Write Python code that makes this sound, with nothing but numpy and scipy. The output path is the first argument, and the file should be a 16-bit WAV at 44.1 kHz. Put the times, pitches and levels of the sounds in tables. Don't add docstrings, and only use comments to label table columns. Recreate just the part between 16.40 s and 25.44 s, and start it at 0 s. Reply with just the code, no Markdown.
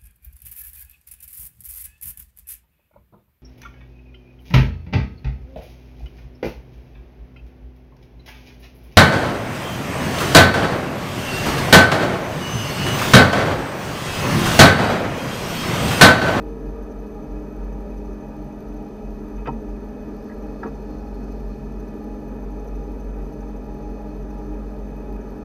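import sys
import numpy as np
from scipy import signal
from scipy.fft import rfft, irfft
from scipy.io import wavfile
from scipy.ndimage import uniform_filter1d

SR = 44100
rng = np.random.default_rng(int(sys.argv[2]) if len(sys.argv) > 2 else 0)


def dump_mix(stems):
    frames = np.atleast_2d(stems).T
    limited = np.clip(frames, -1, 1)
    pcm = np.round(limited * 32767).astype(np.int16)
    wavfile.write(sys.argv[1], SR, pcm)


def level_to_linear(level):
    exponent = np.asarray(level, float) / 20
    return 10 ** exponent


N = 398663
TIME = np.arange(N) / SR

# centre_hz, width_hz, level_db [dB per Hz]
CAB_MODES = [(45.3, 9, -50.5), (70, 7.1, -65.5), (142.7, 12.5, -57.5), (193, 70, -66.5), (233, 21, -63),
             (249.6, 12.6, -59.5), (278.3, 29, -63), (305, 13.8, -57), (384.8, 28.4, -59.5),
             (431.6, 47, -64), (455, 11, -79), (503, 134, -69.5),
             (597, 77, -68.5), (649, 7.7, -71), (695, 100, -76), (798, 55, -72.5), (818, 41, -68.5),
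               (929, 48, -72.5), (982, 250, -82.5), (1104, 26, -82.8), (1207, 62, -76.5), (1274, 72, -79.5),
               (1348, 102, -82), (1507, 33, -83), (1674, 140, -84.5), (1850, 110, -91), (1947, 103, -89),
               (2203, 50, -96.5), (2334, 60, -91.5), (2525, 79, -85), (2970, 450, -100.6),
             (3580, 220, -100), (4230, 52, -101), (4800, 420, -106)]
# pitch_hz, level_db [dB per Hz]
AIR_FLOOR = [(20, -76), (110, -78), (350, -90), (3300, -106), (6400, -108), (7200, -112.5), (9000, -113),
             (10600, -112), (13300, -113), (14000, -117), (14600, -113), (15300, -119)]
# start_s, hiss_db, buzz_db
VALVE_AND_PANEL = [(0, -70, -69), (.8, -71.5, -55), (2, -70, -74), (3.5, -73, -65), (3.75, -65.5, -68),
                   (4.5, -64, -56), (5.5, -67.5, -57.5), (5.9, -71, -51), (7.1, -70, -63), (7.3, -72, -48),
                   (7.65, -67, -46), (7.82, -68, -65), (8.0, -68.5, -45), (8.28, -69, -57), (8.5, -72, -52),
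                   (9.04, -68, -51)]
# shaft_hz (or base pitch of a hum), multiples of it that sound
MACHINE_SHAFTS = [
    (48.05, (2, 4, 11, 14, 15)),
    (41.85, (5, 10)),
    (51.08, (5, 6, 7, 8, 9)),
    (51.08, (42, 44, 45, 46, 47, 48)),
    (25.09, (7, 9, 11, 18)),
    (16.675, (2, 4, 8, 26)),
    (1, (69.75, 100.9, 139.1, 145.9, 201.8, 249.1, 594.4, 616.2, 965, 1749.2, 1782.8)),
]
MACHINE_TONES_DB = [
    [-57.5, -54.5, -63, -60.5, -66.5],
    [-39, -47],
    [-47.5, -56, -68.5, -55.5, -55],
    [-83, -90, -75, -78, -83, -75.5],
    [-61.5, -51.5, -60.5, -54],
    [-61, -49.5, -55, -51.5],
    [-64.5, -64, -62.5, -61.5, -55, -56, -57.5, -57.5, -64.5, -66.5, -79],
]
MACHINE_WAVER_DB = [2.3, 1.6, 2.4, 1.6, 4.5, 0.57, 2.1]
# start_s, level_db of its shaft tone
BLOWER_LOAD = [
    (0, -34),
    (3.5, -38.5),
    (6.2, -32),
    (9.04, -35),
]
# shaft_hz, level_db, in_step_s (moment in step with it), waver_db
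BEATING_SHAFTS = [
    (48.65, -43.5, 4.844, .8),
    (41.81, -45, 4.6, 2),
    (51.08, -53, 4.681, 1.5),
    (45.16, -53, 4.729, 2.5),
]
# start_s, peak_db, rattle_ms, centre_hz, breadth_octaves
LEVER_KNOCKS = [(2.976, -49, 8, 2700, 1.4), (3.055, -28, 11, 1900, 3.2), (3.071, -18.5, 3.5, 1500, 7.1),
                (3.071, -49, 4, 5000, 0.78), (3.074, -20, 5.5, 420, 1.7), (3.076, -26.5, 6.3, 150, 0.75),
                (3.083, -18.5, 4, 930, 0.81), (3.097, -25, 4.8, 270, 0.68), (3.117, -23.5, 7.1, 245, 0.88),
                (3.892, -38.5, 5.3, 1800, 0.59), (3.914, -41, 2.5, 1800, .55),
                (4.23, -23.5, 4.4, 1510, 0.85), (4.231, -46, 5, 5200, 1.6), (4.231, -25.5, 3.9, 840, 0.68),
                (4.245, -21, 8.7, 380, 2.1), (4.251, -29.5, 15, 1240, 2.3)]
# pitch_hz, t60_s, level_db
DESK_MODES = [(142, 0.26, -5), (221.8, 0.26, 0), (270, 0.56, -7.5), (306, 0.088, -17), (380, 0.15, -7.5),
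              (445, 0.11, -2), (496, 0.085, -8.5), (642, 0.09, -14), (775, 0.052, 0.5), (930, 0.077, -3.5),
              (1044, 0.041, -5.5), (1176, 0.064, -6.5), (1302, 0.073, -6), (1370, 0.063, -14.5),
              (1580, 0.06, -30), (1672, 0.08, -10.5), (1900, 0.052, -12.5), (1974, 0.04, -15),
              (2336, 0.096, -17), (2525, 0.082, -11), (2830, 0.033, -24), (3000, 0.048, -18),
              (3610, 0.043, -22), (4800, 0.05, -30), (5730, 0.039, -31)]
# pitch_hz, t60_s, level_db at the pause's start, level_db at its end
WIRING_TICKS = [(4500, 0.0042, -68, -59), (8500, .002, -86, -73), (10500, .004, -80, -78),
                (12430, 0.011, -63.5, -62.5), (13100, .005, -80, -71), (14600, .006, -71, -68)]

BLOWER_HZ = 48.06
SCAN_S, PAUSE_START_S, PAUSE_END_S = 0.02, 0.0015, 0.0062


def curve(table):
    start_s, *columns = np.transpose(table)
    return [np.interp(TIME, start_s, column) for column in columns]


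def walk(rate_hz):
    hold = int(SR / rate_hz)
    steps = np.repeat(rng.standard_normal(N // hold + 1), hold)
    slewed = uniform_filter1d(uniform_filter1d(steps, hold), hold)
    return 1.37 * slewed[:N]


def resonances(hz, modes):
    return sum(level_to_linear(db) ** 2 / (1 + (2 * (hz - f) / width) ** 2) ** 2 for f, width, db in modes)


def coloured(power):
    return irfft(rfft(rng.standard_normal(N)) * np.sqrt(power * SR / 2), N)


def sine(turns, db):
    return np.sqrt(2) * level_to_linear(db) * np.sin(2 * np.pi * turns)


def tone(hz, db):
    return sine(hz * TIME + rng.random(), db)


def camera_whine(hz):
    whine_hz = 6150
    phase_s = TIME % SCAN_S
    sounding = (phase_s < PAUSE_START_S) | (phase_s > PAUSE_END_S)
    gate = uniform_filter1d(1.0 * sounding, size=30)
    loose = coloured(resonances(hz, [(whine_hz, 45, -95), (5970, 260, -102)]))
    angle = 2 * np.pi * whine_hz * TIME + walk(12)
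    locked = level_to_linear(-70) * np.sin(angle) + level_to_linear(-83) * np.sin(2 * angle)
    return gate * (locked + loose)


def camera_ticks(busy):
    out = np.zeros(N)
    scans_s = np.arange(0, N / SR - 2 * SCAN_S, SCAN_S)
    t = np.arange(800) / SR
    for edge, edge_s in enumerate((PAUSE_START_S, PAUSE_END_S)):
        jitter_s = 3e-5 * rng.random(len(scans_s))
        start = ((scans_s + edge_s + jitter_s) * SR).astype(int)[:, None]
        size, pitch = rng.standard_normal((len(scans_s), 2)).T[:, :, None]
        rings = 0
        for hz, t60_s, *edge_db in WIRING_TICKS:
            level = level_to_linear(edge_db[edge] + 3.3 * size + 4.5 * busy[start] - 1.0)
            decay = np.exp(-np.log(1000) * t / t60_s)
            rings = rings + level * decay * np.sin(2 * np.pi * hz * (1 + 0.014 * pitch) * t)
        np.add.at(out, start + np.arange(len(t)), rings)
    return out


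def camera():
    hz = np.fft.rfftfreq(N, 1 / SR)
    data_turn = (0.16 + 12.3 * TIME + 0.12 * walk(3)) % 1
    busy = np.exp(-((data_turn - 0.5) / 0.12) ** 2)
    crackle_modes = [(10400, 1500, -35), (13100, 1500, -38), (14900, 900, -33), (6100, 480, -18.5)]
    crackle = coloured(resonances(hz, crackle_modes)) * level_to_linear(-77 + 3.3 * walk(12)) * busy
    return camera_whine(hz) + camera_ticks(busy) + crackle


def cab_power(hz):
    floor_hz, floor_db = np.transpose(AIR_FLOOR)
    floor = level_to_linear(np.interp(np.log(hz + 1), np.log(floor_hz), floor_db)) ** 2
    return resonances(hz, CAB_MODES) + floor


def fan_roar(hz):
    spectrum = rfft(coloured(cab_power(hz)))
    octave = np.floor(np.log2(hz / 60 + 1))
    out = np.zeros(N)
    for k in np.unique(octave):
        flutter_db = 0.8 if k < 5 else 0.3
        out += irfft(spectrum * (octave == k), N) * level_to_linear(flutter_db * walk(9))
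    return out


def air_flow():
    hz = np.fft.rfftfreq(N, 1 / SR)
    hiss_db, buzz_db = curve(VALVE_AND_PANEL)
    valve = coloured(resonances(hz, [(4950, 2540, -37.0), (4308, 42, -24)])) * level_to_linear(hiss_db + 1.2 * walk(10))
    buzz = sine(np.cumsum(833 + 1.5 * walk(4)) / SR, buzz_db + 1.4 * walk(12))
    whistle = sine(np.cumsum(2524 + 13 * walk(14)) / SR, -72 + 2.4 * walk(12))
    return fan_roar(hz) + valve + buzz + whistle


def floor_throb():
    load_db, = curve(BLOWER_LOAD)
    out = np.sqrt(2) * level_to_linear(load_db) * np.cos(2 * np.pi * BLOWER_HZ * TIME)
    out = out + tone(3 * BLOWER_HZ, load_db - 17 + 2.5 * walk(2.5))
    for hz, db, in_step_s, waver_db in BEATING_SHAFTS:
        turns = BLOWER_HZ * in_step_s + hz * (TIME - in_step_s)
        out = out + np.sqrt(2) * level_to_linear(db + waver_db * walk(1.16)) * np.cos(2 * np.pi * turns)
    return out


def pump():
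    level = np.sqrt(2) * level_to_linear(-44.5 + 1.23 * walk(2.68))
    return level * np.sin(2 * np.pi * 301.25 * TIME + 0.61 * walk(1.3))


def machines():
    out = floor_throb() + pump()
    for (shaft_hz, multiples), levels, waver_db in zip(MACHINE_SHAFTS, MACHINE_TONES_DB, MACHINE_WAVER_DB):
        for multiple, db in zip(multiples, levels):
            out = out + tone(shaft_hz * multiple, db + waver_db * walk(1.62))
    return out


def lever():
    out, size, rattle_size = np.zeros(N), 2 ** 13, 2048
    t = np.arange(size) / SR
    bins_hz = np.fft.rfftfreq(size, 1 / SR) + 1
    hz, t60_s, mode_db = np.transpose(DESK_MODES)[:, :, None]
    decay = np.exp(-np.log(1000) * t / t60_s)
    taper = np.cos(np.pi * t * SR / size / 2)
    rings = rfft(level_to_linear(mode_db) * decay * np.sin(2 * np.pi * hz * t) * taper)
    ring_strength = np.linalg.norm(rings, axis=1, keepdims=True)
    edges = np.clip(np.minimum(t / 0.0019, (t[-1] - t) / 0.05), 0, 1)
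    for start_s, peak_db, rattle_ms, centre_hz, octaves in LEVER_KNOCKS:
        grain = rng.standard_normal((len(DESK_MODES), rattle_size))
        x = t[:rattle_size] * 1000 / rattle_ms
        rung = rings * rfft(grain * np.sqrt(x) * np.exp(-x), size)
        rung = rung * ring_strength / np.linalg.norm(rung, axis=1, keepdims=True)
        scrape = rfft(grain[0] * x * np.exp(-x / 1.4), size) / bins_hz
        scrape = scrape * level_to_linear(-6) * np.linalg.norm(rung) / np.linalg.norm(scrape)
        place = (1 + (2 * np.log2(bins_hz / centre_hz) / octaves) ** 2) ** 2
        knock = irfft((rung.sum(axis=0) + scrape * (bins_hz > 100)) / place) * edges
        i = int(start_s * SR)
        out[i:i + size] += level_to_linear(peak_db) * knock / np.abs(knock).max()
    return out


def scene():
    fade = np.clip(np.minimum(TIME / 0.003, (TIME[-1] - TIME) / 0.01), 0, 1)
    mix = camera() + air_flow() + machines() + lever()
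    return (mix * fade)[None]


def band_limit(x):
    return signal.sosfilt(signal.butter(12, 15200, fs=SR, output="sos"), x)


def record(dry):
    top_cut = signal.ellip(10, 0.2, 60, 15230, fs=SR, output="sos")
    mix = signal.sosfilt(top_cut, dry)
    return band_limit(mix)


dry = scene()
out = record(dry)
dump_mix(out)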